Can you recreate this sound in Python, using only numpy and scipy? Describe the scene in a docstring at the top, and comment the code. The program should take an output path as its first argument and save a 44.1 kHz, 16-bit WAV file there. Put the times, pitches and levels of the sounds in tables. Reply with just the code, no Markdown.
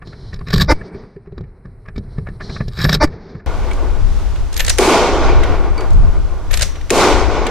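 """A blank-firing launcher on a canoe, on a lake in the forest. First, from a mono camera clamped to
the hull: the boat rocks, hands load and cock the action, and two shots rush up the tube, with every
knock ringing the camera housing and drumming the hull. Then, from a stereo camera on the bank: wind
buffets both microphone ports as the last echo fades. Across the water the action clacks, the bolt
slams and the launcher fires, twice over, and the forest roars back after each shot."""
import sys
import numpy as np
from scipy import signal
from scipy.fft import rfft, irfft, next_fast_len
from scipy.io import wavfile
from scipy.ndimage import uniform_filter1d, minimum_filter1d, map_coordinates

SR = 44100
rng = np.random.default_rng(int(sys.argv[2]) if len(sys.argv) > 2 else 0)


def store_wav(level_fs):
    """Save 16-bit WAV to argv[1]."""
    pcm = np.round(np.clip(np.atleast_2d(level_fs), -1, 1) * 32767)
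    wavfile.write(sys.argv[1], SR, pcm.T.astype(np.int16))


N = 330750
TIME = np.arange(N) / SR


def amp(db):
    return 10 ** (np.asarray(db) / 20)


def unit(x):
    return x / np.sqrt(np.mean(x ** 2) + 1e-20)


def along(points, hz):
    """Read (Hz, value) points on a log axis."""
    freqs, values = np.transpose(points)
    return np.interp(np.log(hz + 1), np.log(freqs + 1), values)


def curves(rows):
    """One value per sample for each column after the time."""
    times, *columns = np.transpose(rows)
    return [np.interp(TIME, times, column) for column in columns]


def wobble(rate):
    """A smooth random curve, rate knots a second."""
    return map_coordinates(rng.standard_normal(int(N * rate / SR) + 4), [TIME * rate])


def filtered(x, response):
    """x through a gain given as a function of Hz."""
    size = next_fast_len(N + 8192)
    return irfft(rfft(x, size) * response(np.fft.rfftfreq(size, 1 / SR)), size)[..., :N]


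def noise(spectrum):
    """Mono noise of rms 1."""
    return unit(filtered(rng.standard_normal(N), lambda hz: amp(along(spectrum, hz))))


def resonate(modes):
    """Noise of rms 1 through a set of resonances twice, so that the valleys stay dark."""
    def body(hz):
        return sum((-1) ** k * amp(db) * 1j * hz * width / (centre ** 2 - hz ** 2 + 1j * hz * width)
                   for k, (centre, width, db) in enumerate(modes))
    return unit(filtered(rng.standard_normal(N), lambda hz: body(hz) ** 2))


def varied(modes, spread_db=4.5):
    """Noise of rms 1 in modes whose strengths wander, as each spot struck favours other modes."""
    return unit(sum(amp(db + spread_db * np.tanh(wobble(28))) * resonate([(hz, width, 0)])
                    for hz, width, db in modes))


def bursts(times, levels_db, rise, t60, tail_db, tail_t60):
    """Envelope of a row of contacts: each grinds in, dies fast and leaves a weaker tail."""
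    power, lead = np.zeros(N + SR), SR // 8
    t = (np.arange(SR // 2) - lead) / SR - .002
    fall = amp(-60 * t / t60) + amp(tail_db - 60 * t / tail_t60)
    shape = np.where(t < 0, amp(60 * t / rise), fall / (1 + amp(tail_db)))
    for start, db in zip(times, levels_db):
        power[round(start * SR):][:len(t)] += (amp(db) * shape) ** 2
    return np.sqrt(power[lead:lead + N])


def strokes(rows, rise, fall):
    """Treble and mid gain of strokes that rise, hold and fall; slopes in dB per second."""
    t, power = TIME[::50], 0
    for start, length, *levels_db in rows:
        drop_db = rise * np.clip(start - t, 0, None) + fall * np.clip(t - start - length, 0, None)
        power += amp(np.array(levels_db)[:, None] - drop_db) ** 2
    return np.array([np.interp(TIME, t, np.sqrt(band)) for band in power])


def struck(times, levels_db, ring):
    """The same ring at each blow, peaking at that blow's level."""
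    blows = np.zeros(N)
    blows[np.round(np.asarray(times) * SR).astype(int)] = amp(levels_db)
    return signal.fftconvolve(blows, ring / np.abs(ring).max())[:N]


# The stereo pair on the bank. Each row: frequency in Hz, left-right correlation.
PAIR_LIKENESS = [(60, 0.19), (180, 1), (550, 0.98), (1650, 0.99), (4970, 0.4), (15000, -0.53)]
def wide(spectrum):
    """Stereo noise of rms 1, alike in the mids and drifting apart in deep bass and treble."""
    def response(hz):
        angle = np.arccos(np.clip(along(PAIR_LIKENESS, hz), -1, 1)) / 2
        return amp(along(spectrum, hz)) * [np.cos(angle), np.sin(angle)]
    mid, side = filtered(rng.standard_normal((2, N)), response)
    return unit(np.array([mid + side, mid - side]))


# Leaves and microphone hiss. Each row: frequency in Hz, relative level in dB.
LEAF_SPECTRUM = [(150, -22), (250, -0.5), (393, -3), (1240, -9), (1850, -15), (5730, -19), (16000, -35.5)]
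def leaves():
    """The breeze in the leaves along the bank; its level sinks slowly."""
    return amp(np.interp(TIME, [4.4, 6.2], [-37, -40]) + wobble(7)) * wide(LEAF_SPECTRUM)


# Wind on the ports. Each row: frequency in Hz, relative level in dB.
BUFFET_SPECTRUM = [(12, -6.5), (20, 2.5), (45, -1.5), (66, -6), (200, -30), (300, -47), (390, -67),
                   (660, -120)]
# Gusts. Each row: time in seconds, left level in dB, right level in dB.
GUSTS = [(3.5, -9.5, -18), (3.8, -13.5, -17.5), (4.02, -7, -14), (4.3, -12, -15.5), (4.54, -14.5, -20),
         (4.67, -10, -15.5), (4.9, -22, -30), (5.15, -12, -14.5), (5.32, -5, -8), (5.6, -5.5, -16.5),
         (5.84, -16, -21.5), (5.97, -0.5, 1), (6.15, -6, -15.5), (6.45, -16.5, -18.5), (6.62, -8.5, -17),
         (6.75, -17, -23), (7.05, -16.5, -24), (7.27, -3.5, -20), (7.45, -16, -23)]
def wind(opposed_share=0.18):
    """Buffeting right on the bank microphone; part of it pushes one port as it pulls the other."""
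    common, *own = [unit(amp(2.2 * wobble(14)) * noise(BUFFET_SPECTRUM)) for _ in range(3)]
    ports = np.sqrt(opposed_share) * common * [[1], [-1]] + np.sqrt(1 - opposed_share) * np.array(own)
    return 0.84 * np.tanh(amp(curves(GUSTS)) * ports / 0.87)  # big swings flatten in the capsules


# A thin hiss. Each row: frequency in Hz, relative level in dB.
HISS_SPECTRUM = [(5000, -39.5), (7000, -11), (9000, 5), (10500, -0.5), (11500, -6), (13000, -16),
                 (16000, -41.5)]
# Its course. Each row: time in seconds, level in dB.
HISS_LEVELS = [(0, -77), (.6, -68), (.75, -100), (1.7, -80), (2.3, -69.5), (2.95, -66), (3.08, -100)]
def thin_hiss():
    """At the hull microphone, a faint high hiss creeps up before each shot."""
    return amp(curves(HISS_LEVELS)[0]) * noise(HISS_SPECTRUM)


# The boat's rumble. Each row: frequency in Hz, relative level in dB.
RUMBLE_SPECTRUM = [(12, -34.5), (20, 2.5), (70, -1.5), (130, -3), (170, -19), (290, -120)]
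# Slow rocking. Each row: time in seconds, level in dB.
ROCKING = [(0.02, -40), (0.4, -28), (0.8, -48), (1.2, -62), (1.8, -41), (2.2, -32), (2.7, -33), (3.12, -40),
           (3.43, -51)]
def hull_rumble():
    """The canoe rocks under the camera, and every thump in KNOCKS shakes it."""
    starts, *_, thump_db = np.transpose(KNOCKS)
    shake = bursts(starts, thump_db - 5.5, rise=0.15, t60=0.51, tail_db=-29.5, tail_t60=0.46)
    return np.hypot(amp(curves(ROCKING)[0]), shake) * noise(RUMBLE_SPECTRUM)


# Treble of the hands, treble of the echo after each shot, mids of both. Each row: frequency in Hz, relative
# level in dB.
SLIDE_SPECTRUM = [(2200, -50), (3000, -17), (3700, -11), (4100, 0), (4500, -8), (5400, -9), (6500, -25),
                  (9200, -33), (11500, -55)]
SHOT_ECHO_SPECTRUM = [(1530, -40.5), (2600, -15), (3150, -10), (3770, -3), (4810, 0), (5570, -6), (6800, -21.5),
                      (8000, -34), (10400, -53.5), (17600, -120)]
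MURMUR_SPECTRUM = [(65, -40.5), (110, -18), (123, -21), (167, -1), (306, -10.5), (409, -4), (525, -15),
                   (2210, -28), (3000, -50), (3900, -90.5), (6600, -120)]
# Soft hand moves. Each row: start and length in seconds, treble and mid levels in dB.
HAND_SLIDES = [(0.06, 0.25, -52, -44.5), (2.04, 0.13, -61.5, -46), (2.29, .07, -65, -47),
               (2.42, 0.13, -45, -36.5)]
def slides_and_echo():
    """Close by, sliding hands hiss and a faint echo follows each shot; the treble flickers."""
    still_gain = amp([[-79], [-50]])  # treble and mid between the moves
    hand_top, hand_mid = np.hypot(strokes(HAND_SLIDES, rise=830, fall=130), still_gain)
    echoes = [(start + 0.093, 0.23, -57.5, -37) for start, *_ in NEAR_SHOTS]
    echo_top, echo_mid = strokes(echoes, rise=71, fall=98)
    flicker = amp(3.6 * wobble(24.18))
    treble = flicker * (hand_top * noise(SLIDE_SPECTRUM) + echo_top * noise(SHOT_ECHO_SPECTRUM))
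    return treble + np.hypot(hand_mid, echo_mid) * amp(0.5 * wobble(12)) * noise(MURMUR_SPECTRUM)


# Rasp through the hull camera's housing. Each row: frequency in Hz, relative level in dB.
RASP_SPECTRUM = [(1590, -46), (2700, -12.5), (3860, 2.5), (4350, -3.5), (5280, -17.5), (6850, -14),
                 (8430, -16.5), (10600, -32.5), (12400, -13), (15200, -30.5), (16000, -34)]
# Its treble modes. Each row: frequency and width in Hz, relative level in dB.
HOUSING_TOP_MODES = [(3920, 300, 0), (4650, 220, -2), (5250, 500, -2)]
def housing_treble(ring_share=.7):
    """The housing round the microphone splits its power between a broad rasp and ringing modes."""
    rasp = np.sqrt(1 - ring_share) * noise(RASP_SPECTRUM)
    return rasp + np.sqrt(ring_share) * varied(HOUSING_TOP_MODES)


# The housing's mid modes. Each row: frequency and width in Hz, relative level in dB.
HOUSING_MID_MODES = [(1160, 230, -1), (1740, 200, 1.5), (1450, 300, -5), (2250, 500, -5), (642.6, 400, -4)]
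# Hard strokes of the action. Each row: start and length in seconds, treble and mid levels in dB.
RACK_STROKES = [(0.585, 0.034, -23, -28), (2.825, 0.016, -26, -25.5), (2.9, 0.052, -30, -35)]
def racking():
    """The action slides hard, close up, and scrapes in grains through the housing."""
    grains = unit(amp(4.8 * wobble(400)))
    top_gain, mid_gain = strokes(RACK_STROKES, rise=280, fall=650) * grains
    return top_gain * housing_treble() + mid_gain * varied(HOUSING_MID_MODES)


# Hands and action on board. Each row: start in seconds, then mid, treble and hull thump levels in dB.
KNOCKS = [(0.022, -36, -54, -36), (0.073, -42, -38.5, -28.5), (0.131, -35.5, -46.5, -44),
          (0.331, -33.5, -42, -41), (0.341, -41, -32, -28.5), (0.361, -42, -45, -40),
          (0.391, -44, -45.5, -33), (0.411, -36, -52, -30.5), (0.472, -32, -40, -29),
          (0.484, -29, -31, -27.5), (0.505, -25, -24, -28), (0.531, -20, -18.5, -23), (0.538, -20, -13, -8),
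          (0.559, -28, -23.5, -20), (0.581, -25.5, -27.5, -15), (0.602, -26, -26.5, -24),
          (0.611, -20, -13, -11), (0.619, -15, -10, -16), (0.813, -33.5, -63, -33),
          (0.947, -40.5, -55, -28.5), (1.036, -46, -65, -36), (1.163, -53, -68.5, -34.5),
          (1.259, -51, -70, -48), (1.272, -48, -70, -36), (1.323, -53, -62, -31.5),
          (1.38, -39.5, -44.5, -22), (1.409, -48, -52, -25.5), (1.438, -46, -62, -42),
          (1.655, -44.5, -61, -29), (1.859, -40.5, -63, -44), (1.885, -32.5, -49, -36),
          (1.961, -41, -40, -28), (1.98, -42, -36, -16.5), (2.184, -36.5, -47, -19), (2.27, -27, -50, -35),
          (2.288, -35.5, -47.5, -24.5), (2.407, -24, -42, -32), (2.497, -28.5, -36, -22),
          (2.564, -28, -49, -37), (2.607, -25, -44, -17.5), (2.682, -40, -31, -22), (2.776, -34, -30, -31),
          (2.789, -29, -24.5, -21.5), (2.798, -26, -37, -25), (2.814, -32, -21, -24),
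          (2.842, -32, -12.5, -15), (2.85, -12, -17, -8), (2.893, -13, -14, -14.5), (2.929, -16, -10, -15),
          (2.941, -21, -12, -20), (2.948, -17, -11.5, -13), (3.074, -38, -44, -28), (3.126, -35, -63, -29),
          (3.351, -41.5, -53, -26.5), (3.401, -41.5, -59, -43)]
def housing_knocks(dull_hz=7700, full_db=-18):
    """Gritty contacts ring the housing; those weaker than full_db lose extra treble above dull_hz."""
    starts, mid_db, top_db, _ = np.transpose(KNOCKS)
    mid = bursts(starts, mid_db, rise=0.029, t60=0.04, tail_db=-16, tail_t60=0.133)
    mid *= varied(HOUSING_MID_MODES)
    low, high = filtered(housing_treble(), lambda hz: np.array([hz < dull_hz, hz >= dull_hz]))
    dulled_db = top_db + 0.5 * np.minimum(top_db - full_db, 0)
    return mid + sum(bursts(starts, db, rise=0.016, t60=0.024, tail_db=-15.5, tail_t60=0.065) * band
                     for db, band in [(top_db, low), (dulled_db, high)])


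# The hull as a drum. Each row: frequency and width in Hz, relative level in dB.
HULL_MODES = [(162.4, 62, 5.5), (115, 82, -3), (383, 128, -4), (256, 114, -4.5)]
# Light knocks on the hull. Each row: start in seconds, peak level in dB.
HOLLOW_KNOCKS = [(0.85, -28), (0.949, -24.5), (1.03, -35), (1.166, -27), (1.274, -31.5), (1.325, -29),
                 (1.414, -34.5)]
def hull_thumps(hollow_hz=398, hollow_t60=.075):
    """Under the camera, blows set the hull modes swinging and light knocks sound its hollow note."""
    starts, *_, thump_db = np.transpose(KNOCKS)
    drumming = bursts(starts, thump_db - 1.5, rise=0.025, t60=0.15, tail_db=-9, tail_t60=0.25)
    drumming *= resonate(HULL_MODES)
    t = TIME[:SR // 4]
    swing = sum(amp(db) * np.exp(-np.pi * width * t / 2) * np.sin(2 * np.pi * hz * t)
                for hz, width, db in HULL_MODES)
    note = amp(-60 * t / hollow_t60) * np.sin(2 * np.pi * hollow_hz * t) * (1 - np.exp(-t / 0.0017))
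    return drumming + struck(starts, thump_db + 6, -swing) + struck(*np.transpose(HOLLOW_KNOCKS), note)


# Steel heard from the bank, mids and treble. Each row: frequency in Hz, relative level in dB.
STEEL_MID = [(300, -40), (500, -4), (1000, -15.5), (1800, -3), (4000, -8.5), (6000, -41)]
STEEL_TOP = [(2500, -26), (4000, -7.5), (5200, -8.5), (5800, -11), (6500, -7), (9000, -12.5), (12000, -20),
             (16000, -29)]
# Action and cases. Each row: start in seconds, mid and treble levels in dB.
CLACKS = [(3.7123, -27.5, -39), (3.733, -43, -33), (4.359, -33, -41), (4.528, -33, -27),
          (4.541, -33.5, -25.5), (4.565, -25.5, -18.5), (4.5752, -24.5, -20), (4.5952, -19, -16),
          (4.603, -12, -14.5), (4.647, -26, -18), (4.6647, -26.5, -17.5), (4.6809, -16, -14),
          (4.6957, -18, -5), (4.7004, -16, -10), (5.4347, -23, -28), (5.7776, -40, -37),
          (5.807, -33.5, -33), (5.9044, -41.5, -37), (5.931, -48, -38), (6.511, -24, -23.5),
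          (6.531, -22.5, -22), (6.539, -14, -12.5), (6.573, -23.5, -17.5), (6.594, -21.5, -21),
          (6.6105, -18.5, -16), (6.62, -18.5, -9), (6.6266, -15, -8), (6.757, -32.5, -41),
          (6.812, -35.5, -43), (7.467, -19, -23.5)]
def far_clacks():
    """The action heard across the water, with a short answer from the shore."""
    starts, mid_db, top_db = np.transpose(CLACKS)
    mid = bursts(starts, mid_db, rise=0.025, t60=0.035, tail_db=-20.5, tail_t60=0.47) * wide(STEEL_MID)
    top = bursts(starts, top_db, rise=0.013, t60=0.017, tail_db=-18.5, tail_t60=0.26) * wide(STEEL_TOP)
    return mid + top * amp([[-.7], [.7]])  # the treble leans right


# The bolt slams shut. Each row: start in seconds, ring level in dB.
BOLT_SLAMS = [(4.705, -25.5), (6.63, -27.5)]
def far_bolt():
    """A cluster of close steel modes reaches the bank as one breathy band."""
    envelope = bursts(*np.transpose(BOLT_SLAMS), rise=.01, t60=0.12, tail_db=-10.5, tail_t60=0.88)
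    return envelope * resonate([(5800, 590, 0)])


# The launcher tube's modes. Each row: frequency in Hz, level in dB, free ring time (t60) in seconds.
TUBE_MODES = [(2275, -2, 1), (7890, -25, 1.3), (9000, -22, 1.6), (9400, -28, 1.6), (9650, -28, 1.6)]
# Blows on the tube. Each row: start in seconds, level in dB, share of ring time left by the hand.
TUBE_TAPS = [(.73, -43, 0.9), (1.961, -35, 0.091), (3.05, -39, 0.21), (3.713, -18, 0.059),
             (5.78, -21, 0.11), (5.807, -27, 0.1)]
# Single rings: small parts of the action, and the tube's 4590 Hz mode at two taps. Each row: start in seconds,
# frequency in Hz, level in dB.
PINGS = [(2.857, 12800, -26), (4.576, 11450, -23.5), (4.6, 12900, -20), (4.605, 1760, -24),
         (5.779, 4590, -25), (5.807, 4590, -33), (6.517, 11500, -31), (6.545, 11400, -25.5)]
def steel_rings(ping_t60=0.12, held_db=-9):
    """Tube and small parts ring at both microphones; the hand damps the tube, its top modes most."""
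    tones = [(start, hz, db + mode_db + held_db * (1 - share) * (hz > 7200), t60 * share)
             for start, db, share in TUBE_TAPS for hz, mode_db, t60 in TUBE_MODES]
    tones += [(*ping, ping_t60) for ping in PINGS]
    out = np.zeros(N + 2 * SR)
    for start, hz, db, t60 in tones:
        t = np.arange(int(min(t60, 2) * SR / 2)) / SR
        envelope = amp(db - 60 * t / t60) * (1 - np.exp(-t / 0.00043))
        out[round(start * SR):][:len(t)] += envelope * np.sin(2 * np.pi * hz * t)
    return out[:N] * (.75 + .35 * wobble(45))  # smeared by close modes and loose contact


# The forest's roar. Each row: frequency in Hz, relative level in dB.
FOREST_SPECTRUM = [(88, -12), (150, -14), (190, -10), (368, 2), (545, -4), (1190, -7), (1310, -14.5),
                   (1450, -8.5), (1660, -19.5), (2220, -12.5), (2760, -17), (7320, -19.5), (12700, -28.5),
                   (16000, -45)]
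# Loss in the air. Each row: frequency in Hz, level change in dB per second.
AIR_LOSS = [(300, -4.5), (1500, -3), (3000, -13.5), (6000, -22.5), (12000, -71)]
# The echo dips, swells from the far shore and fades. Each row: seconds after the shot, level in dB.
ECHO_COURSE = [(0.03, -11), (0.09, -12), (0.14, -8.5), (0.26, -11.5), (0.42, -16), (0.7, -20),
               (1.05, -22.5), (1.2, -29), (1.7, -31.5), (2.08, -40)]
def forest_echo(age):
    """The forest roars back, duller as its path through the air grows; age is seconds since a shot."""
    hz, t, spectra = signal.stft(wide(FOREST_SPECTRUM), SR, nperseg=256)
    speckle = rng.standard_normal(spectra.shape[1:])
    patches_db = 0.97 * unit(uniform_filter1d(uniform_filter1d(speckle, 4, axis=0), 8, axis=1))
    since = np.clip(np.interp(t, TIME, age), 0, None)
    air_db = along(AIR_LOSS, hz)[:, None] * since
    late_db = -11 * np.exp(-since / 0.022) * (hz[:, None] > 700)  # scattered treble comes back late
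    roar = signal.istft(spectra * amp(air_db + late_db + patches_db), SR, nperseg=256)[1][:, :N]
    level_db = np.interp(age, *np.transpose(ECHO_COURSE)) + 1.8 * wobble(18)  # it rolls in unevenly
    return amp(level_db) * roar * np.clip((age - .005) / 0.0041, 0, 1)


# Shots from the bank, the first heard only as its echo. Each row: start in seconds, echo gain in dB.
FAR_SHOTS = [(2.9, -4.5), (4.7843, 1.5), (6.9041, 0.5)]
def far_shots(hammer_lead_s=.0064, blast_hz=400, blast_t60=.03):
    """Across the water: hammer, crack, the muzzle blast ringing the tube, then the forest echo."""
    starts, echo_db = np.transpose(FAR_SHOTS)
    latest = np.clip(np.searchsorted(starts, TIME) - 1, 0, None)
    age = TIME - starts[latest]
    echo = amp(echo_db[latest]) * forest_echo(age)
    hammer = amp(-17) * sum(np.exp(-((TIME - start + hammer_lead_s) / 0.00029) ** 2) for start in starts)
    crack = amp(-4.5) * (age > 0) * (age < .0065)
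    t = np.clip(age - .0055, 0, None)
    blast = amp(3 - 60 * t / blast_t60) * np.cos(2 * np.pi * blast_hz * t) * (t > 0)
    return (hammer + crack) * wide(STEEL_MID[:-1] + STEEL_TOP[2:]) + blast + echo


def mount_kick(age, length, hz=40, hz_per_s=1700, rise_s=.014, rebound_s=.012):
    """A shot kicks the mount: it swings ever faster, then rebounds."""
    t = np.clip(age - .025, -rise_s, None)
    swing = -np.cos(2 * np.pi * (hz * t + hz_per_s * t ** 2 / 2)) * np.clip(age / rise_s - .5, 0, 1)
    after = (age - length - .007) / rebound_s
    return np.where(after < 0, swing, -1.1 * after * np.exp(-np.abs(after)))


# The gas burst through tube and housing. Each row: frequency in Hz, relative level in dB.
GAS_SPECTRUM = [(120, -30.5), (200, -13.5), (558, 0), (722, -7.5), (933, -7), (1080, -8.5), (1940, -12.5),
                (2250, -9), (2470, -26), (3250, -26), (4350, -24), (4700, -18.5), (5400, -20), (6000, -27),
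                (7680, -32.5), (13300, -42.5), (16000, -55)]
# Shots from on board. Each row: start in seconds, gas level in dB, length in seconds, kick level in dB.
NEAR_SHOTS = [(0.676, -8, 0.045, -6), (2.998, -7, 0.045, -6)]
def near_shots(tube_hz=295, pop_hz=300, pop_s=.006):
    """Close up, gas rushes up the tube, swelling until the load leaves with a low pop."""
    round_trips = lambda hz: 1 / (1 - .62 * np.exp(-2j * np.pi * hz / tube_hz))  # the tube's harmonics
    gas = unit(filtered(noise(GAS_SPECTRUM), round_trips))
    hiss = filtered(gas, lambda hz: (hz > 6200) | ((hz > 2550) & (hz < 3500)))
    out = np.zeros(N)
    for start, db, length, kick_db in NEAR_SHOTS:
        age = TIME - start
        swell = np.clip(age / 0.024, 0, 1) ** 1.54 * amp(-60 * np.clip(age - length, 0, None) / 0.04)
        held_back = 1 - np.clip(age / length, .1, 1) ** 2  # hiss comes as the load clears the muzzle
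        pop = np.sin(2 * np.pi * pop_hz * age) * np.exp(-((age - length - pop_s / 2) / pop_s) ** 2)
        out += amp(db) * swell * (gas - held_back * hiss)
        out += amp(kick_db) * mount_kick(age, length) + amp(-7) * pop
    return out


def scene(switch_s=3.462):
    """The mono microphone on the hull, then the stereo pair on the bank."""
    on_hull = racking() + slides_and_echo() + hull_rumble() + thin_hiss()
    on_hull += housing_knocks() + hull_thumps() + near_shots()
    on_bank = leaves() + wind() + far_shots() + far_clacks() + far_bolt()
    return np.where(TIME < switch_s, on_hull, on_bank) + steel_rings()


def record(dry, ceiling=.96, top_hz=16000):
    """A fast limiter holds down the peaks, and the treble rolls off around top_hz."""
    needed_gain = np.minimum(1, ceiling / (np.abs(dry).max(axis=0) + 1e-9))
    gain = uniform_filter1d(minimum_filter1d(needed_gain, size=161), size=121)
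    return filtered(dry * gain, lambda hz: np.clip((top_hz + 500 - hz) / 900, 0, 1) ** 2)


dry = scene()
out = record(dry)
store_wav(out)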